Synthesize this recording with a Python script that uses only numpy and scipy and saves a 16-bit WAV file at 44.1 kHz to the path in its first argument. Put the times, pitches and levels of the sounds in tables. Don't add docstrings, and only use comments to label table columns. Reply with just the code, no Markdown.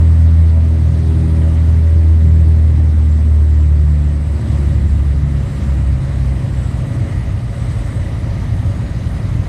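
import sys
import numpy as np
from scipy import signal
from scipy.fft import rfft, irfft
from scipy.io import wavfile

SR = 44100
rng = np.random.default_rng(int(sys.argv[2]) if len(sys.argv) > 2 else 0)


def int16_out(signal):
    q = np.round(np.clip(np.atleast_2d(signal).T, -1, 1) * 32767)
    wavfile.write(sys.argv[1], SR, q.astype(np.int16))


N = 418068

# (time [s], near engine [Hz], far engine's lead [Hz])
BLADE_RATES = [(0.0, 81.28, -0.04), (0.4, 80.68, 0.98), (0.8, 80.03, 0.72), (1.2, 79.93, 0.14),
               (1.6, 80.07, 0.32), (2.0, 80.19, 0.33), (2.4, 79.37, 0.98), (2.8, 78.3, 0.19),
               (3.2, 76.62, -0.22), (3.6, 75.33, -0.44), (4.0, 73.95, -0.64), (4.4, 72.39, -0.63),
               (4.8, 71.71, -1.08), (5.2, 70.31, -0.7), (5.6, 69.01, -1.26), (6.0, 67.06, -2.18),
               (6.4, 65.1, -2.34), (6.8, 62.8, -5.28), (7.6, 58.2, -6.3), (8.4, 56.5, -8.4),
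               (8.8, 56.3, -9.4), (9.48, 55.3, -8.8)]


def from_db(db):
    return 10 ** (np.asarray(db) / 20)


def rms_one(x):
    return x / np.sqrt(np.mean(x ** 2) + 1e-20)


def in_time(rows):
    times, *columns = np.transpose(rows)
    return [np.interp(np.arange(N) / SR, times, column) for column in columns]


def drift(rate_hz):
    hop, run_in = 40, 2000
    pole = np.exp(-2 * np.pi * rate_hz * hop / SR)
    white = rng.standard_normal(N // hop + run_in + 2)
    slow = signal.lfilter([1], [1, -2 * pole, pole ** 2], white)[run_in:]
    return np.interp(np.arange(N) / hop, np.arange(len(slow)), rms_one(slow))


def resonant_noise(hz, width_hz):
    radius = np.exp(-np.pi * width_hz / SR)
    poles = [1, -2 * radius * np.cos(2 * np.pi * hz / SR), radius ** 2]
    once = signal.lfilter([1, 0, -1], poles, rng.standard_normal(N))
    return rms_one(signal.lfilter([1, 0, -1], poles, once))


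def banded_noise(colour, flicker_db, flicker_hz, tilt_db=0):
    hz_points, db_points = np.transpose(colour)
    edges = 20 * 2 ** (np.arange(30) / 3)
    shared_flicker = 0.085 * drift(11.0)
    white = rng.standard_normal((2, N + SR))
    out = 0
    for k, (low, high) in enumerate(zip(edges, edges[1:])):
        hz = np.sqrt(low * high)
        if hz_points[0] < hz < hz_points[-1]:
            bandpass = signal.butter(2, [low, high], "band", fs=SR, output="sos")
            band = signal.sosfilt(bandpass, white[k % 2])[SR:]
            level_db = np.interp(np.log(hz), np.log(hz_points), db_points) + tilt_db * np.log2(hz / 100)
            out += band * from_db(level_db + flicker_db * (shared_flicker + drift(flicker_hz)))
    return rms_one(out)


def blade_angles():
    near_hz, lead_hz = in_time(BLADE_RATES)
    near = np.cumsum(near_hz + .06 * drift(6))
    lead = np.cumsum(lead_hz * (1 + .02 * drift(6)))
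    return 2 * np.pi * near / SR, 2 * np.pi * (near + lead) / SR


def tone(multiple, angle, level_db, flutter_db):
    rms = from_db(level_db + flutter_db * drift(9.1))
    return np.sqrt(2) * rms * np.cos(multiple * (angle - np.pi / 2))


def engines(near, far):
    steps_hz = (56, 62.5, 65.5, 71, 77, 81)
    # (multiple, level at each step [dB])
    sub_orders = [(.5, (-60, -52, -46, -41, -47.5, -38)), (.75, (-53, -45, -28, -35, -35.5, -43))]
    # (multiple, near engine at each step [dB], far engine at each step [dB])
    orders = [(1, (-28.5, -26, -21.5, -14, -9, -9), (-36, -32, -18.5, -22, -20.5, -19)),
              (1.5, (-31, -27.5, -29, -40, -33.5, -26), (-39, -24, -28, -27, -26, -24)),
              (2, (-24.5, -23.5, -20, -24, -26.5, -32.5), (-30, -28, -31, -30, -26, -26.5)),
              (3, (-39, -50, -38, -35, -36, -32), (-62, -45, -52, -36.5, -38.5, -39)),
              (4, (-56, -61, -39, -42.5, -40, -41.5), (-65, -62, -53, -52, -39.5, -42.5)),
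              (5, (-65, -64, -54, -51, -52.5, -48.5), (-62, -55, -50, -43, -43, -42.5)),
              (7, (-59, -64, -62, -55, -62, -50), (-59, -75, -70, -60, -49.5, -45.5))]
    # (lag at 80 Hz [cycles], more on slowing [cycles/Hz])
    far_lags = [(.112, .025), (-.113, .001), (.306, -.022), (.27, -.012), (-.14, .036), (.37, .095),
                (.345, -.001)]
    # (time [s], gain [dB])
    bite = [(0, 4.5), (.2, -6), (.55, -1.5), (1.2, 3.5), (1.7, 2), (2.3, 1.5), (2.9, -0.5), (4.25, -1),
            (4.6, 5), (5.0, -1), (9.48, 1)]
    faint_multiples = (2.5, 6, 8, 10, 11, 12)
    faint_db = (2, -5.5, -7, -16, -13, -19)
    near_hz, _ = in_time(BLADE_RATES)
    bite_db, = in_time(bite)
    at_speed = lambda steps_db: np.interp(near_hz, steps_hz, steps_db)
    out = sum(tone(k, near, at_speed(db), flutter_db=-2.0) for k, db in sub_orders)
    for (k, near_db, far_db), (lag, lag_per_hz) in zip(orders, far_lags):
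        smear = (k - 1) * (.45 + .25 * drift(.5) / k)
        late = 2 * np.pi * (lag + lag_per_hz * (80 - near_hz)) / k
        near_tone = tone(k, near - smear, at_speed(near_db), flutter_db=0.37)
        far_tone = tone(k, far - smear - late, at_speed(far_db), flutter_db=1.1)
        out += (near_tone + far_tone) * from_db(bite_db * (k >= 4))
    far_7x_db = at_speed(orders[-1][2])
    for k, db in zip(faint_multiples, faint_db):
        out += tone(k, far - .45 * (k - 1), far_7x_db + db + 3 * drift(3.0), flutter_db=5.0)
    return out


def airframe():
    # (time [s], level [dB], brightness [dB/octave])
    buffeting = [(0, -27.5, 3.5), (1.1, -22, 2.5), (1.9, -20, 0.8), (2.7, -21, 1.5), (3.5, -25, 2.5),
                 (4.1, -23.5, .5), (4.5, -18, 1), (4.95, -16.5, -3), (5.5, -18.5, 0.8), (6.1, -19.5, 0),
                 (6.55, -20.5, 2.5), (6.8, -20, 1.5), (6.95, -18.5, 2.5), (7.15, -16.5, 0),
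                 (7.45, -20, -1.5), (7.7, -19.5, .1), (8.0, -19.5, -0.5), (8.22, -19, 1), (8.45, -16.5, -2),
                 (9.2, -18.5, 0), (9.48, -15.5, -3)]
    # (frequency [Hz], relative density [dB])
    colour = [(20, -28.5), (32, -15), (45, -2.5), (65, -1.5), (100, 1.5), (140, -4.5), (200, -13),
              (290, -17), (400, -32.5), (600, -48.5)]
    level_db, tilt_db = in_time(buffeting)
    return from_db(level_db) * banded_noise(colour, flicker_db=0.3, flicker_hz=13.2, tilt_db=tilt_db)


def slipstream(blade_angle):
    # (time [s], roar [dB], seal hiss [dB], panel gain [dB])
    airflow = [(0, -39, -61, 3), (.6, -40, -62, -3), (.85, -38.5, -60, -4), (1.5, -38, -62, 1.5),
               (2.0, -40, -61.5, -0.8), (3.0, -40, -62, -2), (3.85, -41, -60.5, 1.5), (4.3, -40, -58, 2.5),
               (4.52, -36.5, -57, 0), (4.85, -39.5, -59, 1.5), (5.2, -39.5, -61, 2),
               (5.65, -36.5, -58, 0.5), (5.85, -39, -58.5, 3.5), (6.68, -37, -55.5, -1),
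               (7.12, -37.5, -57, 3.5), (7.22, -38, -66, 2), (7.48, -39.5, -60, 3.5), (7.56, -37.5, -53, 3),
               (7.82, -36, -53, 1), (8.04, -38, -55, 4.5), (8.12, -37.5, -63, 4), (8.5, -37.5, -67, 2.5),
               (8.8, -37.5, -58, -0.5), (9.0, -37.5, -69, 2), (9.48, -37.5, -62, 1.5)]
    # (frequency [Hz], relative density [dB])
    colour = [(200, -8.5), (400, -6.5), (520, -2), (800, -9), (1100, -9), (1500, -13), (2200, -16),
              (2600, -20), (4000, -21), (7090, -29.5), (8000, -27.5), (9300, -27.5), (10200, -28),
              (11500, -35), (13200, -56), (15000, -68)]
    # (frequency [Hz], width [Hz], level re roar before the panel gain [dB])
    panel_modes = [(559.4, 34, -9.5), (662, 100, -11.5), (936, 110, -18.5), (1207, 170, -18.5),
                   (1908, 470, -10.5), (2886, 330, -23.5), (3840, 570, -25.5)]
    roar_db, hiss_db, panel_db = in_time(airflow)
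    roar = banded_noise(colour, flicker_db=1.47, flicker_hz=18.3)
    panels = sum(from_db(db + 1.2 * drift(3.0)) * resonant_noise(hz, width)
                 for hz, width, db in panel_modes)
    hiss = from_db(hiss_db + 1.5 * drift(20)) * resonant_noise(hz=8200, width_hz=720)
    chop = 1 + 0.042 * np.sin(blade_angle)
    return chop * (from_db(roar_db) * (roar + from_db(panel_db) * panels) + hiss)


def seal_whistle():
    # (time [s], pitch [Hz], level [dB])
    course = [(0, 7860, -61), (.35, 8000, -67), (.6, 7560, -70), (.9, 8560, -62), (1.3, 9000, -58),
              (1.52, 8220, -63), (1.7, 7250, -64), (2.1, 7300, -72), (2.33, 7670, -59), (2.55, 8080, -68),
              (2.92, 8500, -63), (3.07, 7640, -60), (3.13, 7620, -55), (3.22, 7900, -62), (3.4, 7900, -66),
              (3.5, 7600, -62), (3.61, 7610, -58), (3.7, 8050, -66), (3.86, 7600, -60), (4.06, 7680, -60),
              (4.17, 8200, -62), (4.27, 7800, -60), (4.6, 7700, -58), (4.95, 7560, -61), (5.15, 7150, -68),
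              (5.48, 7530, -59), (5.8, 7400, -61), (5.92, 6900, -66), (6.12, 6740, -63), (6.3, 7000, -68),
              (6.5, 7300, -63), (6.58, 7750, -55), (6.7, 7700, -57), (6.8, 6800, -63), (6.97, 5990, -61),
              (7.2, 6680, -64), (7.6, 5600, -65), (7.74, 5900, -67), (7.82, 7100, -63), (7.94, 6900, -65),
              (8.07, 5730, -63), (8.37, 5950, -61), (8.85, 6850, -61), (9.0, 6200, -62), (9.48, 6460, -63)]
    firm_hz, breathy_hz, waver_hz = 110, 300, 20
    hz, db = in_time(course)
    angle = 2 * np.pi * np.cumsum(hz + waver_hz * drift(20)) / SR
    lowpasses = [signal.butter(2, width, fs=SR, output="sos") for width in (firm_hz, breathy_hz)]
    firm, breathy = [rms_one(signal.sosfilt(sos, rng.standard_normal((2, N)))) for sos in lowpasses]
    breathy_share = np.clip(abs(hz - 7500) / 1100, .05, 1) ** 2
    in_phase, quadrature = np.sqrt(1 - breathy_share) * firm + np.sqrt(breathy_share) * breathy
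    return from_db(db + .6 * drift(12)) * (in_phase * np.cos(angle) + quadrature * np.sin(angle))


def scene():
    near, far = blade_angles()
    return (engines(near, far) + airframe() + slipstream(near) + seal_whistle())[None]


def record(dry):
    ceiling, shelf_hz, shelf_db, cutoff_hz = .97, 9600, -2.5, 15200
    rounded = dry / (1 + (dry / ceiling) ** 12) ** (1 / 12)
    hz = np.arange(N // 2 + 1) * SR / N
    shelf = from_db(shelf_db / (1 + (shelf_hz / (hz + 1)) ** 40))
    dulled = irfft(rfft(rounded) * shelf, N)
    return signal.sosfilt(signal.ellip(10, .5, 60, cutoff_hz, fs=SR, output="sos"), dulled)


dry = scene()
out = record(dry)
int16_out(out)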